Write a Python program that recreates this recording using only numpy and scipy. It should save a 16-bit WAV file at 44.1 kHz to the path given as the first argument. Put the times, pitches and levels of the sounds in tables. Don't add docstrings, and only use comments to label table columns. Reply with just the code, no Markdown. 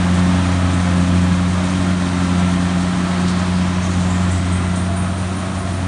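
import sys
import numpy as np
from scipy import signal
from scipy.fft import rfft, irfft
from scipy.io import wavfile

SR = 44100
rng = np.random.default_rng(int(sys.argv[2]) if len(sys.argv) > 2 else 0)


def waveform_to_disk(signal):
    frames = np.transpose(np.atleast_2d(signal))
    scaled = np.clip(frames, -1, 1) * 32767
    samples = np.round(scaled).astype(np.int16)
    wavfile.write(sys.argv[1], SR, samples)


N = 258867


def undb(db):
    return 10 ** (np.asarray(db) / 20)


def unit(x):
    return x / np.sqrt(np.mean(x ** 2))


def clock():
    return np.arange(N) / SR


def curves(table):
    times_s, *columns = np.transpose(table)
    return [np.interp(clock(), times_s, column) for column in columns]


def colour(x, spectrum):
    hz, db = np.transpose(spectrum)
    bins_hz = np.maximum(np.arange(N // 2 + 1) * SR / N, 1)
    gain_db = np.interp(np.log(bins_hz), np.log(hz), db, left=-80, right=-80)
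    return unit(irfft(rfft(x) * undb(gain_db), N))


def wander(rate_hz):
    bins_hz = np.arange(N // 2 + 1) * SR / N
    return unit(irfft(rfft(rng.standard_normal(N)) / (1 + (bins_hz / rate_hz) ** 4), N))


def band(hz, width_hz):
    phase = 2 * np.pi * np.cumsum(hz * np.ones(N)) / SR
    return unit(wander(width_hz / 2) * np.cos(phase) + wander(width_hz / 2) * np.sin(phase))


def tone(hz, width_hz, waver=0.18):
    phase = 2 * np.pi * np.cumsum(hz + width_hz / 2 * wander(width_hz)) / SR
    return unit((1 + waver * wander(width_hz)) * np.cos(phase))


def impacts(per_s, scatter_db):
    struck = rng.random(N) < per_s / SR
    polarity = np.sign(rng.standard_normal(N))
    return unit(struck * polarity * undb(scatter_db * rng.standard_normal(N)))


def burst(start_s, rise_s, decay_s):
    age_s = np.maximum(clock() - start_s, 0)
    return (1 - np.exp(-age_s / rise_s)) * np.exp(-age_s / decay_s)


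def swell(peak_s, sigma_s):
    return np.exp(-.5 * ((clock() - peak_s) / sigma_s) ** 2)


def receding_db(start_db, shade_db, half_hidden_s, start_m=11.7, away_m_per_s=0.44, ease_s=0.14):
    t = clock()
    distance_m = start_m + away_m_per_s * t
    hidden = .5 + .5 * np.tanh(.5 * (t - half_hidden_s) / ease_s)
    return start_db - 20 * np.log10(distance_m / start_m) - shade_db * hidden


# (pitch [Hz], width [Hz], level
# [dB], peak time [s], sigma [s])
MACHINE_TONES = [(388.4, 5.1, -46, 3.2, 1.5), (536.7, 4.1, -43, 0.71, 1.3), (837, 9, -43, 0.22, 1.1),
                 (1827, 6.5, -45.5, 1, 1.6), (1300, 8, -40, 0.7, 0.65), (690, 16, -40, .75, 0.31),
                 (1010, 50, -43, 3.4, 0.77), (678, 9.1, -36.5, 4.98, 0.19), (697, 7.2, -40.5, 5.3, 0.75),
                 (664, 7.9, -37.5, 5.61, 0.21), (1277, 8.3, -44, 5.4, 0.51)]


def whines():
    return sum(tone(hz, width_hz) * undb(db) * swell(peak_s, sigma_s)
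               for hz, width_hz, db, peak_s, sigma_s in MACHINE_TONES)


# (peak time [s], pitch [Hz], width [Hz], level [dB], sigma [s])
SQUEAL_TONES = [(1.9, 1400, 14, -38, 0.085), (2.35, 1358, 11.3, -38.5, .2), (2.65, 1814, 13, -41.5, .14),
                (2.7, 795, 30, -40, 0.19), (3.1, 1303, 45, -38.5, 0.28), (4.196, 1840, 7.1, -39, 0.073),
                (4.552, 2017, 90, -43.5, 0.33), (4.65, 1368, 13.7, -41.5, .35)]


def squeals():
    return sum(tone(hz, width_hz) * undb(db) * swell(peak_s, sigma_s)
               for peak_s, hz, width_hz, db, sigma_s in SQUEAL_TONES)


# (time [s], centre [Hz], steady level [dB])
CHAFF_FLOW = [(0, 3987, -58), (2.7, 3982, -52), (3.3, 4300, -40), (3.6, 4750, -48), (3.85, 6150, -46),
              (4.1, 7250, -43), (4.35, 7790, -47), (4.55, 8560, -49), (4.8, 9000, -47), (5.2, 9152, -46),
              (5.87, 9380, -52)]
# (time [s], gain [dB])
CHAFF_PUFFS = [(3.55, -37), (3.82, -35), (4.09, -37), (4.306, -34), (4.512, -32.5), (4.755, -35),
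               (4.96, -33), (5.165, -41), (5.35, -39), (5.573, -39.5), (5.72, -40)]


def chaff(spray_gain=0.3):
    centre_hz, flow_db = curves(CHAFF_FLOW)
    puffs = sum(undb(db) * burst(start_s, rise_s=.007, decay_s=.065) for start_s, db in CHAFF_PUFFS)
    jet = band(centre_hz, width_hz=1340)
    spray = band(centre_hz, width_hz=3800)
    return unit(jet + spray_gain * spray) * np.hypot(undb(flow_db), puffs)


# (frequency [Hz], relative level [dB])
STRAW_SPECTRUM = [(2000, -12.5), (4000, 4), (5000, -1), (5700, 1.5), (6900, 0.5), (7600, -1), (8400, 0),
                  (9200, 0.5), (9800, -3.5), (10500, -24.5)]
# (time [s], gain [dB], centre [Hz])
STRAW_CRUNCHES = [(.14, -37, 8500), (.73, -36, 8000), (1.21, -40, 7500), (1.686, -36, 6000),
                  (2.51, -38, 8000), (3.275, -29, 4230), (3.28, -33, 7640), (3.39, -35, 6300),
                  (4.31, -33, 8340), (4.755, -34.5, 7830)]


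def straw(flicker_db=0.76):
    level_db = receding_db(start_db=-36, shade_db=2, half_hidden_s=4.6)
    snaps = colour(impacts(per_s=20000, scatter_db=2.5), STRAW_SPECTRUM)
    rustle = snaps * undb(level_db + flicker_db * wander(16))
    crunches = sum(band(hz, width_hz=3700) * undb(db) * burst(start_s, rise_s=.0024, decay_s=.029)
                   for start_s, db, hz in STRAW_CRUNCHES)
    return rustle + crunches


def panel_reflection(x, lag_s=.0065, sway_s=0.000493, gain=0.2):
    t = clock()
    reflected = np.interp(t - lag_s - sway_s * wander(1.135), t, x)
    return unit(x + gain * reflected)


# (frequency [Hz], relative level [dB])
CASE_SPECTRUM = [(250, -19.5), (440, -10.5), (515, -0.5), (565, -2.5), (615, 3.5), (710, 2.5), (745, -0.5),
                 (830, 1), (890, -1), (1050, 1.5), (1360, -0.5), (1420, -3.5), (1700, -6), (2300, -11.5),
                 (4000, -18.5)]
# (frequency [Hz], relative level [dB])
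RATTLE_SPECTRUM = [(900, -20.5), (1600, 4), (2100, 1), (2600, 0), (2950, -3.5), (3180, 1), (3400, -4),
                   (3700, -3), (4100, -8.5), (4900, -11.5), (7000, -24)]


def thresher(firings, knock_depth=0.1, uneven_feed_db=0.54):
    case_db = receding_db(start_db=-27.5, shade_db=1.5, half_hidden_s=4.37)
    rattle_db = receding_db(start_db=-33, shade_db=5, half_hidden_s=4.67)
    feed_db = uneven_feed_db * wander(5.1)
    crank = 1 + knock_depth * np.cos(np.pi * firings)
    case = panel_reflection(colour(impacts(per_s=8000, scatter_db=3), CASE_SPECTRUM))
    rattle = panel_reflection(colour(impacts(per_s=16000, scatter_db=2.5) * crank, RATTLE_SPECTRUM))
    return case * undb(case_db + feed_db) + rattle * undb(rattle_db + feed_db)


# (frequency [Hz], relative level [dB])
GAS_SPECTRUM = [(20, -43), (30, -26), (42, -8.5), (55, -3.5), (80, -0.5), (130, 1), (210, 1), (290, -3),
                (370, -5.5), (430, -18.5), (600, -24.5), (1500, -53)]


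def exhaust_rumble(firings, gas_db, throb_depth=0.17):
    gas = rng.standard_normal(N) * (1 + throb_depth * np.cos(2 * np.pi * firings))
    return colour(gas, GAS_SPECTRUM) * undb(gas_db)


# (time [s], firing tone [dB], octave [dB])
LOW_HARMONICS = [(0.0, -20.5, -19.5), (0.2, -19, -16), (0.72, -18, -21), (1.2, -18.5, -15.5),
                 (1.6, -22, -19.5), (2.18, -23.5, -20.0), (2.4, -21.5, -17.5), (2.95, -27, -19),
                 (3.55, -22.5, -19), (4.35, -19.0, -21.5), (4.95, -21, -23.0), (5.5, -25.5, -27.5),
                 (5.87, -21, -29)]
# (time [s], level [dB])
THIRD_HARMONIC = [(0, -26), (.18, -33), (.33, -23), (.9, -32), (1.13, -22.5), (1.4, -30), (2.15, -27),
                  (3.2, -32.5), (4.5, -36.5), (5.05, -43), (5.87, -31.5)]
# (frequency [x firing rate], base level [dB])
ENGINE_PARTIALS = [(1.5, -47.5), (2.5, -51), (3.5, -45.5), (4, -44.5), (5, -56), (6, -50), (7.5, -47.5),
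                   (15, -52.5)]


def exhaust_drone(firings, gas_db, roughness=0.049, flutter_depth=0.32, waver_db=.5):
    phase = 2 * np.pi * (firings + 0.0053 * wander(7.7))
    smear_rad = 0.38 + 0.72 * wander(1.1)
    drone = partials = 0
    for k, db in enumerate(curves(LOW_HARMONICS) + curves(THIRD_HARMONIC), 1):
        gain = undb(db + k * waver_db * wander(5.1))
        drone += gain * np.sin(k * phase - (k - 1) ** 2 * smear_rad)
    for order, db in ENGINE_PARTIALS:
        flutter = 1 + flutter_depth * (wander(4.7) + 1j * wander(4.9))
        partials += undb(db) * np.real(flutter * np.exp(1j * order * phase))
    drone *= 1 + roughness * wander(25)
    partials *= undb(gas_db - np.mean(gas_db))
    return -np.sqrt(2) * (drone + partials)


# (time [s], firing rate [Hz])
FIRING_RATE = [(0, 89.8), (1.4, 89.53), (1.8, 90.72), (2.5, 89.4), (3.2, 90.03), (3.8, 90.35), (4.7, 90.06),
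               (5.1, 91.15), (5.5, 92.54), (5.87, 91)]


def scene():
    firing_hz, = curves(FIRING_RATE)
    firings = np.cumsum(firing_hz) / SR
    gas_db = receding_db(start_db=-25, shade_db=0.5, half_hidden_s=4.5)
    engine = exhaust_drone(firings, gas_db) + exhaust_rumble(firings, gas_db)
    return (engine + whines() + squeals() + thresher(firings) + straw() + chaff())[None]


def record(dry):
    cutoff_hz = 10250
    return signal.sosfilt(signal.ellip(10, .2, 80, cutoff_hz, fs=SR, output="sos"), dry)


dry = scene()
out = record(dry)
waveform_to_disk(out)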